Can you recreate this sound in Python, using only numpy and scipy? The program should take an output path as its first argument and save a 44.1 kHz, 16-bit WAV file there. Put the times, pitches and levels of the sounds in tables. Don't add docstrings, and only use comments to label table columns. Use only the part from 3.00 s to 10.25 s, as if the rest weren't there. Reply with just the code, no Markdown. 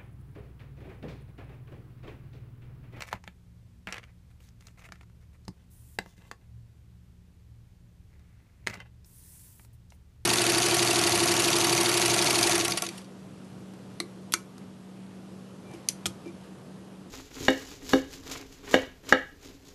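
import sys
import numpy as np
from scipy import signal
from scipy.fft import rfft, irfft, next_fast_len
from scipy.io import wavfile
from scipy.ndimage import uniform_filter1d, map_coordinates

SR = 44100
rng = np.random.default_rng(int(sys.argv[2]) if len(sys.argv) > 2 else 0)


def bounce(signal):
    frames = np.transpose(np.atleast_2d(signal))
    limited = np.clip(frames, -1, 1)
    pcm = np.round(limited * 32767).astype(np.int16)
    wavfile.write(sys.argv[1], SR, pcm)


def magnitude_from_level(level_db):
    exponent = np.asarray(level_db, float) / 20
    return 10 ** exponent


N = 319767
T = np.arange(N) / SR


def unit(x):
    return x / np.sqrt(np.mean(x ** 2) + 1e-20)


def peak(x):
    return x / np.abs(x).max()


def along(points, hz):
    f, v = np.transpose(points)
    return np.interp(np.log(hz + 1), np.log(f + 1), v)


def wobble(rate):
    knots = rng.standard_normal(int(N * rate / SR) + 4)
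    return map_coordinates(knots, [T * rate])


def coloured(x, spectrum):
    m = next_fast_len(len(x) + 8192)
    gain = magnitude_from_level(along(spectrum, np.fft.rfftfreq(m, 1 / SR)))
    return unit(irfft(rfft(x, m) * gain, m)[:len(x)])


def ringing(modes, t, tilt_db=0):
    hz, db, t60 = np.transpose(modes)[:, :, None]
    db = db + tilt_db + rng.normal(0, 1.5, hz.shape)
    return (magnitude_from_level(db - 60 * t / t60) * np.sin(2 * np.pi * hz * t)).sum(0)


def patchy(x, depth_db):
    z = signal.stft(x, nperseg=512)[2]
    field = uniform_filter1d(rng.standard_normal(z.shape), 14, 0)
    field = uniform_filter1d(field, 10, 1)
    return signal.istft(z * magnitude_from_level(depth_db * unit(field)), nperseg=512)[1][:N]


def contact(start, held, attack, t60):
    out, u = np.zeros(N + SR), np.arange(int((held + t60) * SR)) / SR
    decay = magnitude_from_level(-60 * np.clip(u - held, 0, 1) / t60)
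    out[round(start * SR):][:len(u)] = np.clip(u / attack, 0, 1) * decay
    return out[:N]


# from t/s, to t/s
FREE_CARD_TIMES = [(2.4, 3.5), (5.76, 5.95)]


def on_desk(s):
    return sum((s >= a) & (s < b) for a, b in FREE_CARD_TIMES)


# f/Hz, rms level/dB, waver/dB
MOTOR_ORDERS = [(34.6, -67, -1.4), (71.2, -61, 3), (55.8, -72.5, -2.5), (115.3, -61.5, 4), (175, -66, 2.5),
                (234.3, -80, 4)]
# f/Hz, width/Hz at half amplitude, rms level/dB
ROOM_MODES = [(65, 25, -64.5), (99, 74, -64.5)]
# f/Hz, relative level/dB per Hz
FLOOR_SPECTRUM = [(18, -30), (30, -7.5), (59, -4), (100, 0), (187, -11.5), (225, -15.5), (389, -21),
                  (673, -29), (1230, -32), (2020, -33), (7260, -39.5), (14300, -44), (15500, -50)]
FLOOR_DB = -59.5


def hum():
    motor = 0
    for hz, db, waver_db in MOTOR_ORDERS:
        level = magnitude_from_level(db + waver_db * wobble(7.6))
        phase = 2 * np.pi * hz * T + 0.21 * waver_db * wobble(4.1)
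        motor = motor + np.sqrt(2) * level * np.sin(phase)
    f = np.fft.rfftfreq(N, 1 / SR)
    boom = 0
    for hz, width_hz, db in ROOM_MODES:
        resonance = 1 / (1 + ((f - hz) / (width_hz / 2)) ** 2)
        boom = boom + magnitude_from_level(db) * unit(irfft(rfft(rng.standard_normal(N)) * resonance, N))
    floor = magnitude_from_level(FLOOR_DB) * coloured(rng.standard_normal(N), FLOOR_SPECTRUM)
    return motor + boom + floor


# start t/s, held t/s, scrape level/dB, rustle level/dB
RUBS = [(0.002, 0.039, -50, -58), (.065, 0.027, -53.5, -59.5), (.11, 0.0096, -51, -63),
        (.145, 0.019, -51, -71), (.24, 0.035, -70, -73.5), (.875, 0.06, -49, -69), (.93, 0.057, -51.5, -66),
        (1.015, 0.042, -66, -78), (1.07, 0.037, -68.5, -90), (1.302, 0.012, -68.5, -71.5),
        (1.4, 0.094, -71, -66.5), (1.6, .11, -70, -71.5), (1.773, 0.059, -60, -66.5),
        (1.837, 0.028, -52, -59.5), (1.93, 0.062, -73, -77), (2.005, 0.023, -67.5, -73.5),
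        (2.205, .03, -72.5, -79), (2.33, 0.024, -64.5, -71), (2.56, 0.083, -74, -86),
        (3.0, 0.14, -70, -66.5), (3.165, 0.13, -66, -71), (3.41, 0.032, -70, -77.5), (5.1, .55, -75.5, -88),
        (5.68, 0.03, -44, -59), (5.725, 0.032, -44.5, -60), (5.775, 0.052, -55, -72),
        (5.85, 0.022, -59.5, -87), (6.893, 0.034, -84, -74)]
# f/Hz, nominal relative level/dB, t60/s
CARD_MODES = [(560, -8.5, 0.047), (903, 2.5, 0.019), (1124, 3, 0.02), (1740, 7.5, 0.012), (2050, 2, 0.046),
              (2805, 5.5, 0.02), (3100, -2.5, 0.052), (3920, -4, 0.019), (4770, -3, 0.017),
              (6370, -10, 0.015)]
# f/Hz, nominal relative level/dB, t60/s
STACK_MODES = [(730, -10.5, 0.072), (950, -12.5, 0.06), (1410, -3, 0.028), (1800, 0, 0.02),
               (2060, -0.5, 0.022), (2322, 10.5, 0.0057), (2716, 15, 0.0034), (4630, -26.5, 0.017),
               (7000, -5, 0.0097)]
# f/Hz, relative level/dB per Hz
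SCRAPE_SPECTRUM = [(180, -46.5), (300, -27), (471, -4.5), (613, -6.5), (1350, -6.5), (1780, -5.5),
                   (2020, -2.5), (3770, -9.5), (6000, -23.5), (7800, -50), (13200, -120)]
# f/Hz, relative level/dB per Hz
RUSTLE_SPECTRUM = [(2060, -20.5), (3500, -4), (4630, -9), (6050, -4.5), (10500, -11), (13800, -14.5),
                   (15500, -13)]
RUB_ATTACK_S, RUB_T60_S = 0.0028, 0.052
SETTLE_DB, SETTLE_T60_S = -26.5, 0.029
TICKS_PER_S, TICK_SCALE = 70, 11


def rubs():
    scrape_gain, rustle_gain = sum(contact(s, held, RUB_ATTACK_S, RUB_T60_S) * magnitude_from_level([[scrape_db], [rustle_db]])
                                   for s, held, scrape_db, rustle_db in RUBS)
    settling = sum(magnitude_from_level(db + SETTLE_DB) * contact(s, 0.0058, 0.0016, SETTLE_T60_S) for s, db, *_ in TAPS)
    scrape_gain = scrape_gain + settling

    ticks = TICK_SCALE * (rng.random(N) < TICKS_PER_S / SR) * rng.laplace(size=N)
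    clumps = magnitude_from_level(2 * wobble(60) + 3.5 * wobble(400))
    grains = rng.standard_normal(N) * clumps + ticks
    t = np.arange(SR // 10) / SR
    in_hand = unit(signal.fftconvolve(grains, ringing(STACK_MODES, t))[:N])
    on_wood = unit(signal.fftconvolve(grains, ringing(CARD_MODES, t))[:N])
    scrape = 0.48 * np.where(on_desk(T), on_wood, in_hand) + unit(grains)

    flutter = magnitude_from_level(2.9 * wobble(40) + 2.4 * wobble(380))
    rustle = patchy(rng.standard_normal(N) * flutter + .6 * ticks, depth_db=2.0)
    return scrape_gain * coloured(scrape, SCRAPE_SPECTRUM) + rustle_gain * coloured(rustle, RUSTLE_SPECTRUM)


# t/s, ring peak level/dB, flap f/Hz, desk thump level/dB re ring, snap level/dB re ring less 5.5
TAPS = [(0.006, -31, 1890, -18, -11.5), (0.021, -27.5, 1920, -33, -6), (0.053, -42, 1440, -21, -23),
        (0.087, -38, 2590, -36, -18), (0.118, -44, 2100, -16, -20), (0.128, -16, 900, -43, -29),
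        (0.137, -28, 705, -6.5, -41), (0.239, -39, 950, -15, -15), (0.276, -30, 2420, -14, -34),
        (0.871, -23.5, 1860, -13, -39), (0.885, -33.5, 2190, -24, -31), (0.9, -53, 1740, -16, -39),
        (0.906, -49, 1020, -16, -8), (0.924, -22, 2280, -26, -13.5), (0.942, -26.5, 2260, -40, -23),
        (0.956, -36.5, 2160, -35, -25), (0.967, -33, 1790, -38, -25), (0.981, -29, 2320, -38, -18.5),
        (1.03, -42.5, 2290, -26, -23), (1.038, -37.5, 2500, -30, -26), (1.404, -51, 2550, -16, -23),
        (1.488, -53, 2620, -13, -3), (1.608, -49.5, 2020, -21, -6.5), (1.669, -45.5, 5700, -20, -1),
        (1.683, -44, 2380, -21, -16), (1.792, -43.5, 2060, -34, -17), (1.842, -43, 1950, -37, -21),
        (1.888, -40.5, 930, -9, -30), (1.921, -33, 1440, -13.5, -12.5), (1.956, -44.5, 1260, -13, -19),
        (2.01, -43.5, 1230, -9, -29), (2.031, -52, 950, -22, -15), (2.098, -55, 1060, -16, -20),
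        (2.451, -62, 673, -5, 3), (2.48, -33.5, 870, 3.5, -7), (2.987, -12.5, 2050, -20, -22.5),
        (3.06, -36.5, 805, -10.5, -39), (3.179, -48.5, 2240, -0.5, -23.5), (3.313, -24.5, 885, -26, -19.5),
        (5.194, -57, 940, -5, -11), (5.666, -27.5, 2996, -16, -19), (5.671, -12.5, 1800, -22.5, -13.5),
        (5.679, -29, 1850, -3.3, -9), (5.698, -29.5, 2020, -5, -8), (5.711, -36, 2260, -10, -22),
        (5.736, -31, 1740, -20, -27), (5.74, -33, 1800, -16, -7.5), (5.772, -40.5, 2060, 0, -26),
        (5.802, -33, 2080, -19, -18.5), (5.866, -53, 2050, -29.5, -27), (6.045, -57, 4800, -17, 3.5),
        (6.595, -43.5, 920, -13, -33), (6.648, -51.5, 893, -8, -8), (6.903, -64, 5140, -4, 11.5),
        (6.921, -45, 770, -22, -34.5)]
# f/Hz, nominal relative level/dB, t60/s
DESK_MODES = [(66, -2.5, 0.085), (102.7, 1.5, .08), (186.8, 3.5, 0.083), (294.8, -4, 0.058),
              (366, -8.5, 0.069)]
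# f/Hz, relative level/dB per Hz
SNAP_SPECTRUM = [(2350, -37), (4000, -1), (4610, 0.5), (7170, -4), (14200, -22.5), (15500, -29.5)]
RATTLE_T60_S = 0.01409


def taps():
    out, t = np.zeros(N + SR), np.arange(SR // 6) / SR
    snap = coloured(rng.standard_normal(N + SR), SNAP_SPECTRUM)
    u = t / RATTLE_T60_S
    rattle = peak(u / (u + .1) * magnitude_from_level(-60 * u))
    for s, db, hz, thump_db, snap_db in TAPS:
        at = round(s * SR)
        force = (rattle * rng.standard_normal(len(t)))[:SR // 20]
        force[np.argmax(rattle)] += 8.
        modes = CARD_MODES if on_desk(s) else STACK_MODES
        near_db = -5 * np.abs(np.log2(np.array(modes)[:, :1] / hz))
        flap = np.exp(-1.6 * hz * t) * np.cos(2 * np.pi * hz * t)
        response = flap + 0.17 * ringing(modes, t, near_db)
        ring = signal.fftconvolve(response, force)[:len(t)]
        thump = (1 - np.exp(-t / 0.0028)) * ringing(DESK_MODES, t)
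        crack = rattle * snap[at:at + len(t)]
        tap = peak(ring) + magnitude_from_level(thump_db) * peak(thump) + magnitude_from_level(snap_db + 5.5) * peak(crack)
        out[at:at + len(t)] += magnitude_from_level(db) * tap
    return signal.sosfilt(signal.butter(2, 55, 'high', fs=SR, output='sos'), out[:N])


# start t/s, held t/s, level/dB, swell at mid-stroke/dB (negative dips)
SLIDES = [(2.698, 0.258, -62, -1.5), (6.045, 0.604, -62.5, 8), (6.727, 0.0092, -65.5, 7),
          (6.915, 0.033, -70, -1.5)]
# f/Hz, relative level/dB per Hz
HISS_SPECTRUM = [(590, -30.5), (1000, -10.5), (1160, -24), (1900, -13.5), (2110, -17.5), (3960, -15.5),
                 (7110, -8), (9150, -2.5), (14600, -6.5), (15500, -8.5)]
SLIDE_ATTACK_S, SLIDE_T60_S = 0.0154, 0.1


def slides():
    hiss = patchy(rng.standard_normal(N) * magnitude_from_level(.8 * wobble(200)), depth_db=1.2)
    gain = 0
    for s, held, db, swell_db in SLIDES:
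        stroke = np.sin(np.pi * np.clip((T - s) / held, 0, 1))
        gain = gain + contact(s, held, SLIDE_ATTACK_S, SLIDE_T60_S) * magnitude_from_level(db + swell_db * stroke)
    return gain * coloured(hiss, HISS_SPECTRUM)


# f/Hz, t60/s
REVERB_TIMES = [(300, 0.17), (2000, 0.12), (8000, 0.12)]


def room(x):
    out, size = np.zeros(N + SR), SR // 3
    for at in range(0, N, size):
        hz, t, z = signal.stft(rng.standard_normal(SR // 4), SR, nperseg=256)
        decay = magnitude_from_level(-60 * t / along(REVERB_TIMES, hz)[:, None])
        tail = signal.istft(z * decay, SR, nperseg=256)[1]
        wet = signal.fftconvolve(x[at:at + size], tail / np.linalg.norm(tail))
        out[at + 130:at + 130 + len(wet)] += wet
    return out[:N]


def scene():
    cards = taps() + rubs() + slides()
    return (cards + magnitude_from_level(-12.5) * room(cards) + hum())[None]


def low_pass(x):
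    return signal.sosfilt(signal.butter(12, 15830, fs=SR, output="sos"), x)


def record(dry):
    top_hz, smoothing_s = 15450, .15
    level = uniform_filter1d(np.abs(dry[0]), 441)
    over_db = np.maximum(20 * np.log10(level + 1e-6) + 36, 0)
    keep = np.exp(-1 / (smoothing_s * SR))
    mean_over_db = signal.lfilter([1 - keep], [1, -keep], over_db)
    ducked = dry * magnitude_from_level(-8 * mean_over_db)
    passband = np.fft.rfftfreq(N, 1 / SR) < top_hz
    finished = irfft(rfft(ducked) * passband, N)
    return low_pass(finished)


dry = scene()
out = record(dry)
bounce(out)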